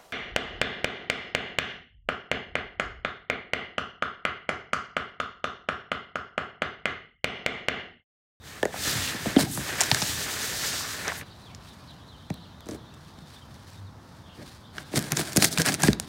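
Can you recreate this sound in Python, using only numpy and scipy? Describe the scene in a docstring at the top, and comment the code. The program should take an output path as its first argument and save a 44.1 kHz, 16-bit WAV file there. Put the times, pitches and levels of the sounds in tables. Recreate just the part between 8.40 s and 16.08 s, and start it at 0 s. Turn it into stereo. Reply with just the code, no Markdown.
"""Over low room noise, a carton slides along the wall of a big cardboard box, bumping and ticking.
Friction makes its hiss and rumble; impacts send bending waves through the board and set flaps ringing.
Then a knife tip picks at a taped seam and tears through it in short rasping strokes, with snapping
fibres and thumps of the panel. Faint birds chirp outside. The box is close by, indoors, heard in mono."""
import sys
import numpy as np
from scipy import signal
from scipy.fft import rfft, irfft, next_fast_len
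from scipy.io import wavfile
from scipy.ndimage import map_coordinates

SR = 44100
rng = np.random.default_rng(int(sys.argv[2]) if len(sys.argv) > 2 else 0)


def file_out(sig):
    """Save sig as 16-bit WAV at sys.argv[1]."""
    # one column per channel
    cols = np.atleast_2d(sig).T
    # limit, then scale
    lim = np.clip(cols, -1, 1)
    pcm = np.round(lim * 32767).astype(np.int16)
    wavfile.write(sys.argv[1], SR, pcm)


N = 338688

# bumps on the panels: t/s, level/dB, pitch f/Hz
BUMPS = [(.23, -15.5, 488), (0.2537, -17.5, 494), (0.341, -29.5, 770), (0.36, -36, 895), (.47, -29, 266),
         (0.55, -27.5, 137), (0.744, -28, 229), (.857, -25.5, 600), (0.864, -19, 213), (0.964, -11, 280),
         (.988, -21, 700), (1.031, -21, 235), (1.1743, -29, 1070), (1.175, -25.5, 169), (1.19, -28.5, 148),
         (1.412, -22, 910), (1.515, -26.5, 830), (1.517, -21.5, 139.6), (1.621, -24.5, 170),
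         (2.675, -36, 401), (2.679, -31.5, 1010), (2.719, -29, 1300), (3.9018, -33, 785),
         (3.902, -20.5, 178), (4.265, -38.5, 306), (4.288, -29.5, 360), (4.315, -32.5, 313),
         (4.78, -38.5, 173), (4.817, -41, 170), (6.382, -31, 1550), (6.537, -22.5, 316),
         (6.587, -22.5, 196), (6.96, -19.5, 304), (6.972, -11.5, 196), (7.181, -33, 180),
         (7.435, -18, 1010), (7.437, -19.5, 180), (7.483, -8.5, 209), (7.484, -18.5, 430),
         (7.503, -26, 170)]
# spectrum of board fibres catching and tearing: f/Hz, relative level/dB
RASP_SPECTRUM = [(250, -40.5), (620, 2), (1100, 0), (1650, 3), (2200, 2), (2800, -6), (4000, -19),
                 (7000, -44)]


def amp(db):
    """Amplitude ratio of a level in decibels."""
    return 10 ** (np.asarray(db) / 20)


def unit(x):
    """Normalisation to rms 1."""
    return x / np.sqrt(np.mean(x ** 2) + 1e-20)


def along(points, hz):
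    """Interpolation of (f/Hz, value) points on a logarithmic frequency axis."""
    f, values = np.transpose(points)
    return np.interp(np.log(hz + 1e-6), np.log(f), values)


def curves(rows):
    """Linear interpolation in time: one value per sample for each column after t/s."""
    times, *columns = np.transpose(rows)
    return [np.interp(np.arange(N) / SR, times, column) for column in columns]


def wobble(rate):
    """Smooth random modulation: a spline through rate knots a second."""
    return map_coordinates(rng.standard_normal(int(N * rate / SR) + 4), [np.arange(N) * rate / SR])


def swell(s, rise, fall):
    """Gaussian envelope of a movement that speeds up until time s, then slows."""
    t = np.arange(N) / SR - s
    return np.exp(-(t / np.where(t < 0, rise, fall)) ** 2 / 2)


def press(start, end, rise, fall):
    """Smooth gate of a push that sets in at start, holds, and lets go at end."""
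    t = np.arange(N) / SR
    return (1 + np.tanh((t - start) / rise)) / 2 * (1 - np.tanh((t - end) / fall)) / 2


def add(track, s, sound):
    """Superposition of a sound on the track at time s."""
    part = track[max(0, round(s * SR)):][:len(sound)]
    part += sound[:len(part)]


def filtered(x, response):
    """Linear filtering: the spectrum of x times a complex frequency response."""
    size = next_fast_len(len(x) + SR // 4)
    return irfft(rfft(x, size) * response(np.fft.rfftfreq(size, 1 / SR)), size)[:len(x)]


def coloured(x, spectrum):
    """Spectral shaping of x, returned at rms 1."""
    return unit(filtered(x, lambda hz: amp(along(spectrum, hz))))


def minimum_phase(spectrum, scale_hz, size=2048):
    """Minimum-phase impulse response of a spectrum whose frequencies count in units of scale_hz."""
    hz = np.fft.rfftfreq(size, 1 / SR)
    cepstrum = irfft(np.log(amp(along(spectrum, hz / scale_hz))))
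    cepstrum[1:size // 2] *= 2
    cepstrum[size // 2 + 1:] = 0
    return irfft(np.exp(rfft(cepstrum)))


def resonance(f, centre_hz, width_hz):
    """Frequency response of a damped oscillator, 1 at its centre."""
    return 1j * f * width_hz / (centre_hz ** 2 - f * f + 1j * f * width_hz)


def bend(x, lag_s=0.00513, lag_hz=200, slope=0.773):
    """Dispersion of bending waves in the board: the treble arrives first, the bass last."""
    def response(hz):
        group_delay = lag_s * (lag_hz / np.maximum(hz, 100)) ** slope
        return np.exp(-2j * np.pi * np.cumsum(group_delay) * hz[1])
    return filtered(x, response)


def echoes(x, decay):
    """Reverberation: diffuse reflections die exponentially, with decay given as (f/Hz, t60/s) points."""
    hz, t, noise = signal.stft(rng.standard_normal(SR // 2), SR, nperseg=256)
    tail = signal.istft(noise * amp(-60 * t / along(decay, hz)[:, None]), SR, nperseg=256)[1]
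    return signal.fftconvolve(x, tail / np.linalg.norm(tail))[:N]


def fibres(density, spread_db, clump_rate, clump_db):
    """Shot noise: tiny slips of random size, density a second, whose strength comes in clumps."""
    slips = (rng.random(N) < density / SR) * rng.choice([-1, 1], N)
    size_db = spread_db * np.clip(rng.standard_normal(N), -2, 2)
    return unit(slips * amp(size_db + clump_db * np.tanh(wobble(clump_rate))))


def room_noise():
    """Background noise: broadband, strongest in the bass and nearly steady."""
    # noise spectrum: f/Hz, relative level/dB
    spectrum = [(15, -52), (25, -20.5), (76, 1.5), (102, 0.5), (206, -4.5), (416, -16), (988, -14),
                (1740, -21), (2160, -28), (2760, -31), (3720, -30.5), (5430, -30), (7710, -38.5),
                (14800, -44.5), (16000, -43)]
    # a slight rise of the noise: t/s, level/dB
    trend = [(3.3, -49), (4.3, -48.5)]
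    level_db, = curves(trend)
    return amp(level_db + 0.56 * wobble(4.65)) * coloured(rng.standard_normal(N), spectrum)


def carton_moves(sizzle_tilt=1.3):
    """Incoherent movements add in power, giving envelopes of rumble, rub, hiss and sizzle."""
    # short shoves: top speed t/s, rise/s, fall/s, level/dB, brightness/dB, wall rumble/dB
    shoves = [(.09, 0.038, 0.13, -47.5, -0.5, -58), (.485, 0.089, 0.11, -33.5, 2, -45),
              (.62, 0.1, 0.11, -35, 0, -41.5), (0.859, 0.049, 0.11, -37, -0.5, -41),
              (1.158, 0.029, 0.031, -49.5, 7.5, -58)]
    # the long drag, which stops dead: t/s, level/dB, brightness/dB, wall rumble/dB
    drag = [(1.02, -53, 8, -40), (1.27, -37.5, -1.5, -47), (1.45, -34.5, 0, -48), (1.7, -35, 2.5, -46),
            (1.97, -36.5, 1, -46.5), (2.27, -35, 3, -48.5), (2.58, -40.5, 0.5, -55),
            (2.64, -38.5, -2.5, -48), (2.69, -36.5, -4, -45), (2.75, -43.5, 0.5, -52),
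            (2.815, -47.5, -3.5, -51), (2.835, -65, -21, -47)]
    t = np.arange(N) / SR
    dragging = (t > drag[0][0]) * (t < drag[-1][0])
    moves = [(dragging, *curves(drag))]
    moves += [(swell(s, rise, fall), *levels) for s, rise, fall, *levels in shoves]
    power = np.zeros((4, N))
    for speed, db, bright_db, rumble_db in moves:
        bands_db = (rumble_db, db - bright_db, db + bright_db, db + sizzle_tilt * bright_db)
        power += [(speed * amp(band_db)) ** 2 for band_db in bands_db]
    return np.sqrt(power)


def slide(pressure_db=1.5, grab_db=1.55, lurch_db=1.0, catch_db=-15):
    """Sliding friction of board on board: dense slips hiss, rough spots catch, and the walls rumble."""
    # shaken walls: f/Hz, relative level/dB
    rumble_spectrum = [(30, -55), (60, 1.5), (120, 1.5), (250, -2.5), (400, -10.5), (700, -55), (1500, -60)]
    # the rough face grabbing and letting go: f/Hz, relative level/dB
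    rub_spectrum = [(200, -9), (450, -2), (900, -6), (1250, -1.5), (1750, 3), (2200, -1.6), (2700, -6),
                    (4000, -10), (8000, -35)]
    # dense slips: f/Hz, relative level/dB
    hiss_spectrum = [(1200, -66.5), (2500, -5.5), (3500, 0), (5000, 0), (6800, -0.5), (9000, -4.5),
                     (11000, -15), (15500, -26)]
    # their finest hiss: f/Hz, relative level/dB
    sizzle_spectrum = [(5000, -15.5), (9000, -10), (12000, -1.5), (15500, -4)]
    rumble, rub, hiss, sizzle = carton_moves()
    pressure = amp(pressure_db * wobble(22.41))
    slips = pressure * fibres(density=16000, spread_db=0.5, clump_rate=330, clump_db=1.5)
    low = amp(lurch_db * wobble(12.6)) * rumble * coloured(rng.standard_normal(N), rumble_spectrum)
    grip = amp(grab_db * wobble(29.86))
    grabs = fibres(density=6600, spread_db=1.0, clump_rate=98, clump_db=2.0)
    face = grip * rub * coloured(grabs, rub_spectrum)
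    rough_spots = fibres(density=60, spread_db=0.5, clump_rate=4.6, clump_db=-7.0)
    catches = amp(catch_db) * rub * coloured(rough_spots, RASP_SPECTRUM)
    high = amp(-1.0) * hiss * coloured(slips, hiss_spectrum)
    finest = amp(-9) * sizzle * coloured(slips, sizzle_spectrum)
    return low + face + catches + high + finest


def walls(x):
    """Forced vibration: the box adds its hollow resonances to whatever shakes it."""
    # modes of walls and flaps: f/Hz, bandwidth/Hz, gain/dB
    modes = [(149.3, 18, -1.5), (340, 77, -9.5), (610, 90, -12.5), (783, 180, -18.5), (1684, 150, -33)]
    return filtered(x, lambda f: 1 + sum(amp(db) * resonance(f, hz, width) for hz, width, db in modes))


def rings(rise_cycles=0.41, waver=0.041):
    """Damped free vibration of a flap or panel, whose pitch wavers as the board flexes."""
    # flaps and panels struck or let go: t/s, level/dB, f/Hz, t60/s
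    swings = [(0.2298, -17, 1730, 0.025), (0.229, -26, 3300, 0.014), (0.254, -21, 1930, .018),
              (.59, -28, 92.6, .22), (.9632, -23, 3730, .016), (0.9668, -5.5, 267, 0.058),
              (0.9696, -16.5, 3300, .014), (.971, -21, 730, 0.038), (1.068, -35, 770, 0.09),
              (1.515, -14.5, 855, 0.023), (1.5152, -12, 1780, 0.01), (1.523, -23, 119, .06),
              (1.619, -19.5, 850, 0.029), (1.69, -32, 82, 0.26), (2.695, -29, 1960, .07),
              (6.723, -23, 131, 0.085), (7.175, -16, 2370, .018), (7.185, -14.5, 166.3, .12),
              (7.194, -27, 1630, 0.13), (7.2, -20.5, 479, 0.063), (7.437, -16, 1590, 0.039),
              (7.431, -21, 150, .1), (7.484, -15, 1670, 0.017), (7.488, -17, 69, 0.14),
              (7.531, -16, 3760, 0.0074)]
    track, t = np.zeros(N), np.arange(SR // 5) / SR
    flex = 1 + waver * wobble(300)
    for s, db, hz, t60 in swings:
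        phase = 2 * np.pi * hz * np.cumsum(np.roll(flex, -int(s * SR))[:len(t)]) / SR
        attack = 1 - np.exp(-t * hz / rise_cycles)
        add(track, s, amp(db - 60 * t / t60) * attack * np.sin(phase))
    return track


def snaps(span_s=0.00025, first_break=0.35, usual_t60=0.0069, contact_hz=2650, contact_t60=0.01):
    """Acoustic emission: a snap, or a bump's crack, is one sharp break and a burst of small fractures."""
    # fibres and tape snapping, edges catching: t/s, level/dB, centre f/Hz, t60/s
    breaks = [(.2298, -18, 4500, 0.0043), (.2536, -23, 7000, 0.0076), (1.4069, -5.5, 6270, 0.0087),
              (1.412, -4.5, 6400, 0.012), (1.4193, -11, 6050, 0.0066), (1.436, -13.5, 6000, 0.0059),
              (1.5034, -20, 8500, .003), (1.5152, 0.5, 3520, 0.0094), (1.5465, -7, 5400, 0.0066),
              (1.547, -12.5, 1730, 0.011), (1.618, -12.5, 5000, .012), (1.623, -10, 3870, 0.016),
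              (2.68, -15.5, 5500, 0.0064), (2.812, -24, 2180, 0.014), (3.148, -29.5, 5650, 0.012),
              (3.9035, -34.5, 5500, 0.005), (3.941, -34, 13000, 0.0064), (4.207, -37.5, 8000, 0.003),
              (4.259, -41, 8000, .005), (4.27, -42, 8000, .005), (4.288, -29.5, 6900, 0.0031),
              (4.311, -30, 5500, .012), (4.346, -38, 10000, .012), (4.54, -40, 4500, .007),
              (4.546, -46, 9000, .007), (4.788, -38, 3900, .012), (5.143, -42, 7000, .008),
              (5.277, -45, 9000, .007), (5.303, -42, 8500, .003), (5.333, -43, 6000, .005),
              (6.382, -20, 2890, 0.016), (6.559, -12.5, 4700, 0.0089), (6.572, -29, 7000, 0.0072),
              (6.5915, -15, 7700, 0.0047), (6.6258, -22.5, 7600, .004), (6.7207, -7.5, 9200, .0025),
              (6.7678, -19, 6500, .007), (6.771, -9, 6070, 0.0078), (6.802, -16, 8500, 0.0056),
              (6.8125, -17, 2800, 0.0077), (6.819, -27, 7000, 0.0036), (6.869, -39, 7000, .005),
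              (6.922, -24, 5500, .012), (6.932, -21, 7500, .006), (6.963, -9, 8800, 0.01),
              (6.97, -2, 9000, 0.007), (6.9744, -7, 9200, 0.0028), (7.024, -3, 5250, 0.0093),
              (7.0437, -3.5, 7740, 0.0033), (7.0452, -7, 8800, .008), (7.0473, -3, 4500, 0.0097),
              (7.0535, -9, 8000, 0.012), (7.1275, -19, 5400, 0.0064), (7.176, -8.5, 3680, 0.0056),
              (7.184, -8.5, 6600, 0.0099), (7.2185, -8.5, 5570, 0.005), (7.261, -9.5, 9000, 0.016),
              (7.278, -12, 4000, .009), (7.287, -9, 3860, 0.01), (7.321, -16, 4300, .012),
              (7.342, -10, 5900, 0.0042), (7.3475, -16, 4000, .007), (7.4215, -15, 8000, .005),
              (7.4329, -11, 7800, 0.012), (7.435, -5.5, 7240, 0.0064), (7.475, -12.5, 4460, 0.0038),
              (7.4825, -14, 4300, 0.011), (7.5313, -13.5, 3620, 0.0078), (7.5992, -11.5, 5800, 0.0062)]
    # a snap of the usual t60: f/centre, relative level/dB
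    spectrum = [(.02, -22.5), (.12, -8), (.68, -1.5), (1, 1), (1.3, -2.5), (2.5, -14), (6, -25)]
    track, t = np.zeros(N), np.arange(SR // 30) / SR
    # harder contacts bump higher and crack louder: 3.5 dB per octave, up to a limit
    cracks = [(s, db + min(3.5 * np.log2(hz / 450), -4), contact_hz, contact_t60) for s, db, hz in BUMPS]
    for s, db, hz, t60 in [*breaks, *cracks]:
        fractures = rng.standard_normal(len(t)) * amp(-60 * t / t60)
        fractures /= np.linalg.norm(fractures)
        fractures[int(.0002 * SR)] += first_break * usual_t60 / t60
        # brief snaps are broad clicks; longer ones ring at their centre frequency
        focus = np.sqrt(t60 / usual_t60)
        burst = signal.fftconvolve(fractures, minimum_phase(np.array(spectrum) * [1, focus], hz))
        add(track, s, amp(db) * np.sqrt(span_s * SR) * burst / np.linalg.norm(burst))
    return track


def knocks(echo_db=-10, echo_t60=0.023, span_s=0.0025):
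    """An impact disperses into a falling bending-wave chirp, followed by echoes from the panel's edges."""
    # a bump: f/pitch, relative level/dB
    spectrum = [(.1, -21), (.35, -13.5), (.7, -3), (1, 2), (1.5, -7.5), (2.4, -15.5), (3.6, -21),
                (7, -48.5), (14, -47), (40, -99)]
    track, t = np.zeros(N), np.arange(SR // 5) / SR
    for s, db, hz in BUMPS:
        pulse = minimum_phase(spectrum, hz)
        pulse /= np.linalg.norm(pulse)
        edges = rng.standard_normal(len(t)) * amp(-60 * t / echo_t60) * (t > 2 / hz)
        bump = signal.fftconvolve(edges, pulse)
        bump *= amp(echo_db) / np.linalg.norm(bump)
        add(bump, 0, pulse)
        add(track, s, amp(db) * np.sqrt(span_s * SR) * bump)
    return bend(track)


def struck_board(blows):
    """Transmission: the board colours each blow that passes through it."""
    # transfer function: f/(0.94 Hz), gain/dB
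    response = [(25, -40), (70, 2.5), (150, 1), (550, 0.5), (800, 2), (1150, -3), (1680, 3), (2100, 1.5),
                (2600, -1), (3300, -4), (4300, -3.5), (6500, 3), (15000, -3.5)]
    return signal.fftconvolve(blows, minimum_phase(response, 0.94))[:N]


def patches(width_octaves=0.5):
    """Roughness noise: each passing patch of board swells in its own band; coarse ones scrape in clumps."""
    # patches under the carton: t/s, half length/s, level/dB, centre f/Hz, graininess/dB
    passes = [(0.37, 0.034, -39, 1700, 13), (0.507, 0.035, -38, 4200, -4), (0.663, 0.041, -34, 3000, 4),
              (.77, 0.026, -49, 3800, 8), (0.755, .04, -46, 1310, 4), (1.152, .035, -36.5, 8900, 3),
              (1.263, 0.044, -43, 9000, -7), (1.624, 0.037, -38, 6040, 6), (1.782, 0.021, -39, 3800, 3),
              (2.32, 0.11, -34.5, 5000, 1.5), (2.427, .025, -39, 1180, 9), (2.52, 0.03, -42, 1520, 6),
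              (2.687, 0.03, -43, 900, 9), (2.791, 0.016, -42.5, 10000, 5)]
    track = np.zeros(N)
    for s, half, db, hz, grain_db in passes:
        slips = fibres(density=9000, spread_db=5.0, clump_rate=130, clump_db=grain_db)
        band = filtered(slips, lambda f: np.exp(-(np.log2((f + 1) / hz) / width_octaves) ** 2 / 2))
        track += amp(db) * swell(s, half, half) * unit(band)
    return track


def tear(rise_share=0.36, long_stroke_s=0.051, fall_s=0.0094, panel_fall_s=0.015):
    """Progressive fracture: a stroke splits tape and tears fibres; the same slips shake the panel."""
    # tearing and dragging strokes: start t/s, end t/s, level/dB, tilt from board to tape/dB, panel/dB
    strokes = [(0.988, 1.031, -29.5, 3, -29.5), (1.031, 1.056, -36, 0, -41), (4.285, 4.359, -52, 1, -38),
               (5.979, 6.04, -67, -11, -43.5), (6.347, 6.434, -52.5, -1, -50),
               (6.525, 6.735, -44.5, 0.5, -44), (6.555, 6.58, -29.5, 3, -24),
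               (6.716, 6.733, -38, -5.5, -30), (6.767, 6.82, -33.5, 2, -31.5), (6.82, 6.945, -43, 1, -56),
               (6.96, 7.018, -36, 1.5, -45), (7.012, 7.058, -28, 5.5, -28), (7.056, 7.085, -39.5, 10, -36),
               (7.112, 7.138, -39.5, 9, -38), (7.14, 7.175, -44.5, 2, -42), (7.178, 7.225, -31.5, 1, -31),
               (7.258, 7.296, -25.5, 0, -27), (7.297, 7.353, -36.5, 2.5, -34),
               (7.396, 7.43, -36.5, -1, -37), (7.428, 7.489, -32.5, 2, -30), (7.493, 7.524, -47, 5, -41)]
    # splitting tape: f/Hz, relative level/dB
    tape_spectrum = [(1800, -48.5), (3200, -0.5), (4500, 5), (6500, 1), (9500, 2.5), (11000, -4),
                     (15500, -8)]
    # the shaken panel: f/Hz, relative level/dB
    panel_spectrum = [(35, -32), (80, -14.5), (150, -2), (210, -5.5), (300, -6), (420, -11.5), (600, -15.5),
                      (1000, -39), (2500, -71)]
    buried_blade = (6.52, 7.56, -58, 0, -45.5)  # keeps rubbing between strokes
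    power = np.zeros((3, N))
    for start, end, db, tilt_db, panel_db in [*strokes, buried_blade]:
        rise = rise_share * min(end - start, long_stroke_s)  # short strokes set in more abruptly
        push = press(start, end, rise, fall_s)
        shake = press(start, end, rise, panel_fall_s)
        power += np.square([amp(db + tilt_db) * push, amp(db - tilt_db) * push, amp(panel_db) * shake])
    tape, board, panel = np.sqrt(power)
    # the blade advances in small uneven jerks, and thicker fibres give way one by one
    fine = fibres(density=9000, spread_db=3.5, clump_rate=520, clump_db=2.5)
    judder = amp(3 * np.tanh(wobble(110)))
    thick = fibres(density=300, spread_db=4.0, clump_rate=79, clump_db=6)
    slips = fine * judder + amp(-6) * thick
    # the tearing fibres pluck the paper liner, which rings on briefly
    liner = filtered(board * slips, lambda f: resonance(f, centre_hz=1645, width_hz=80))
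    liner = amp(-11) * np.sqrt(np.mean(board ** 2)) * unit(liner)
    thumps = bend(panel * coloured(slips, panel_spectrum))
    return tape * coloured(slips, tape_spectrum) + board * coloured(slips, RASP_SPECTRUM) + liner + thumps


def pick(shudder_hz=96, shudder_db=-43):
    """Stick-slip friction: the tip scratches along the tape, and slow slips drive the lowest panel mode."""
    # light scuffs of hand and blade tip: start t/s, end t/s, relative level/dB
    scuffs = [(2.84, 3.13, -64.5), (3.217, 3.32, -57.5), (3.33, 3.58, -66), (3.65, 4.15, -71),
              (4.57, 4.91, -67), (4.876, 5.022, -59.5), (5.115, 5.452, -63), (5.62, 5.9, -69.5),
              (5.956, 6.17, -57.5), (6.36, 6.51, -58.5), (7.603, 7.674, -52)]
    # the scratching: f/Hz, relative level/dB
    spectrum = [(500, -5), (1700, 5.5), (2700, 2), (4500, 6.5), (7000, -2.5), (9500, -2), (11500, -8.5),
                (15500, -11.5)]
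    power = sum((amp(db) * press(start, end, rise=0.031, fall=0.093)) ** 2 for start, end, db in scuffs)
    scratch = coloured(fibres(density=2600, spread_db=3.5, clump_rate=65, clump_db=4.0), spectrum)
    shudder = amp(shudder_db) * swell(5.36, rise=0.11, fall=0.11)
    mode = unit(filtered(rng.standard_normal(N), lambda hz: np.exp(-((hz - shudder_hz) / 9) ** 2)))
    return amp(5.5) * np.sqrt(power) * scratch + shudder * mode


def chirps(drift=0.01, direct_db=-1.5, echo_db=-6):
    """Frequency modulation makes distant birds' glides hoarse; echoes blur them."""
    # mostly falling calls: t/s, relative level/dB, start f/Hz, end f/Hz, length/s, flutter/pitch
    glides = [(2.887, -52, 4400, 3600, .07, 0.087), (3.01, -51.5, 4450, 2770, 0.11, 0.017),
              (3.26, -52, 3910, 3500, 0.091, 0.064), (3.39, -54, 4500, 4550, .045, .05),
              (3.459, -51, 4820, 3110, .08, 0.092), (3.677, -51, 4600, 3090, 0.062, .035),
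              (3.73, -52, 3300, 2850, 0.038, .03), (3.887, -54, 4500, 2990, 0.13, 0.11),
              (3.995, -50.5, 4460, 2980, 0.089, 0.12), (4.195, -52, 3950, 2850, 0.054, 0.025),
              (4.355, -53, 4270, 3110, 0.085, 0.06), (4.915, -58, 4370, 3500, 0.056, .07),
              (4.958, -49, 3650, 3450, .022, .015), (5.014, -53, 3170, 3000, .025, .015),
              (5.367, -49.5, 3500, 3880, 0.025, .02), (5.445, -54, 4880, 3350, 0.052, 0.025),
              (5.842, -50, 3490, 2880, 0.12, 0.073), (6.239, -48, 3440, 3660, 0.024, .03)]
    track = np.zeros(N)
    flutter, wander = wobble(600), drift * wobble(45)
    strength = amp(3 * wobble(70) - 1)
    for s, db, from_hz, to_hz, length, hoarse in glides:
        n = int(length * SR)
        deviation = (hoarse * flutter + wander)[int(s * SR):][:n]
        hz = np.geomspace(from_hz, to_hz, n) * (1 + deviation)
        add(track, s, amp(db) * np.hanning(n) ** .5 * np.sin(2 * np.pi * np.cumsum(hz) / SR))
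    calls = strength * track
    return amp(direct_db) * calls + amp(echo_db) * echoes(calls, [(3000, .3), (5000, .25)])


def flock():
    """Diffuse reflection merges the wandering pitches of four farther birds into chatter."""
    # the chatter thins out and returns: t/s, level/dB
    trend = [(3, -60), (4.8, -62), (5.6, -73), (6.3, -60.5)]
    twitter = np.zeros(N)
    for _ in range(4):
        strength = amp(5 * np.tanh(wobble(14)))
        hz = 3900 + 600 * wobble(25) + 130 * wobble(400)
        twitter += strength * np.sin(2 * np.pi * np.cumsum(hz) / SR)
    level_db, = curves(trend)
    return amp(level_db) * unit(echoes(twitter, [(3000, 0.3), (5000, 0.064)]))


def scene():
    """Superposition of the box, its reverberation, birds and room noise, alike in both channels."""
    # reverberation time of the small room: f/Hz, t60/s
    room_decay = [(150, 0.67), (1000, 0.54), (10000, 0.15)]
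    blows = struck_board(knocks() + snaps())
    box = walls(slide() + patches() + pick() + tear() + blows + rings())
    mono = box + amp(-17.5) * echoes(box, room_decay) + chirps() + flock() + room_noise()
    return np.array([mono, mono])


def record(dry, low_hz=36, top_hz=15900):
    """Band limiting and saturation: a bass cut, clipping at full scale, then a steep treble cut."""
    bass_cut = signal.butter(2, low_hz, "highpass", fs=SR, output="sos")
    clipped = np.clip(signal.sosfilt(bass_cut, dry), -1, 1)
    return np.array([filtered(channel, lambda hz: 1 / (1 + (hz / top_hz) ** 150)) for channel in clipped])


dry = scene()
out = record(dry)
file_out(out)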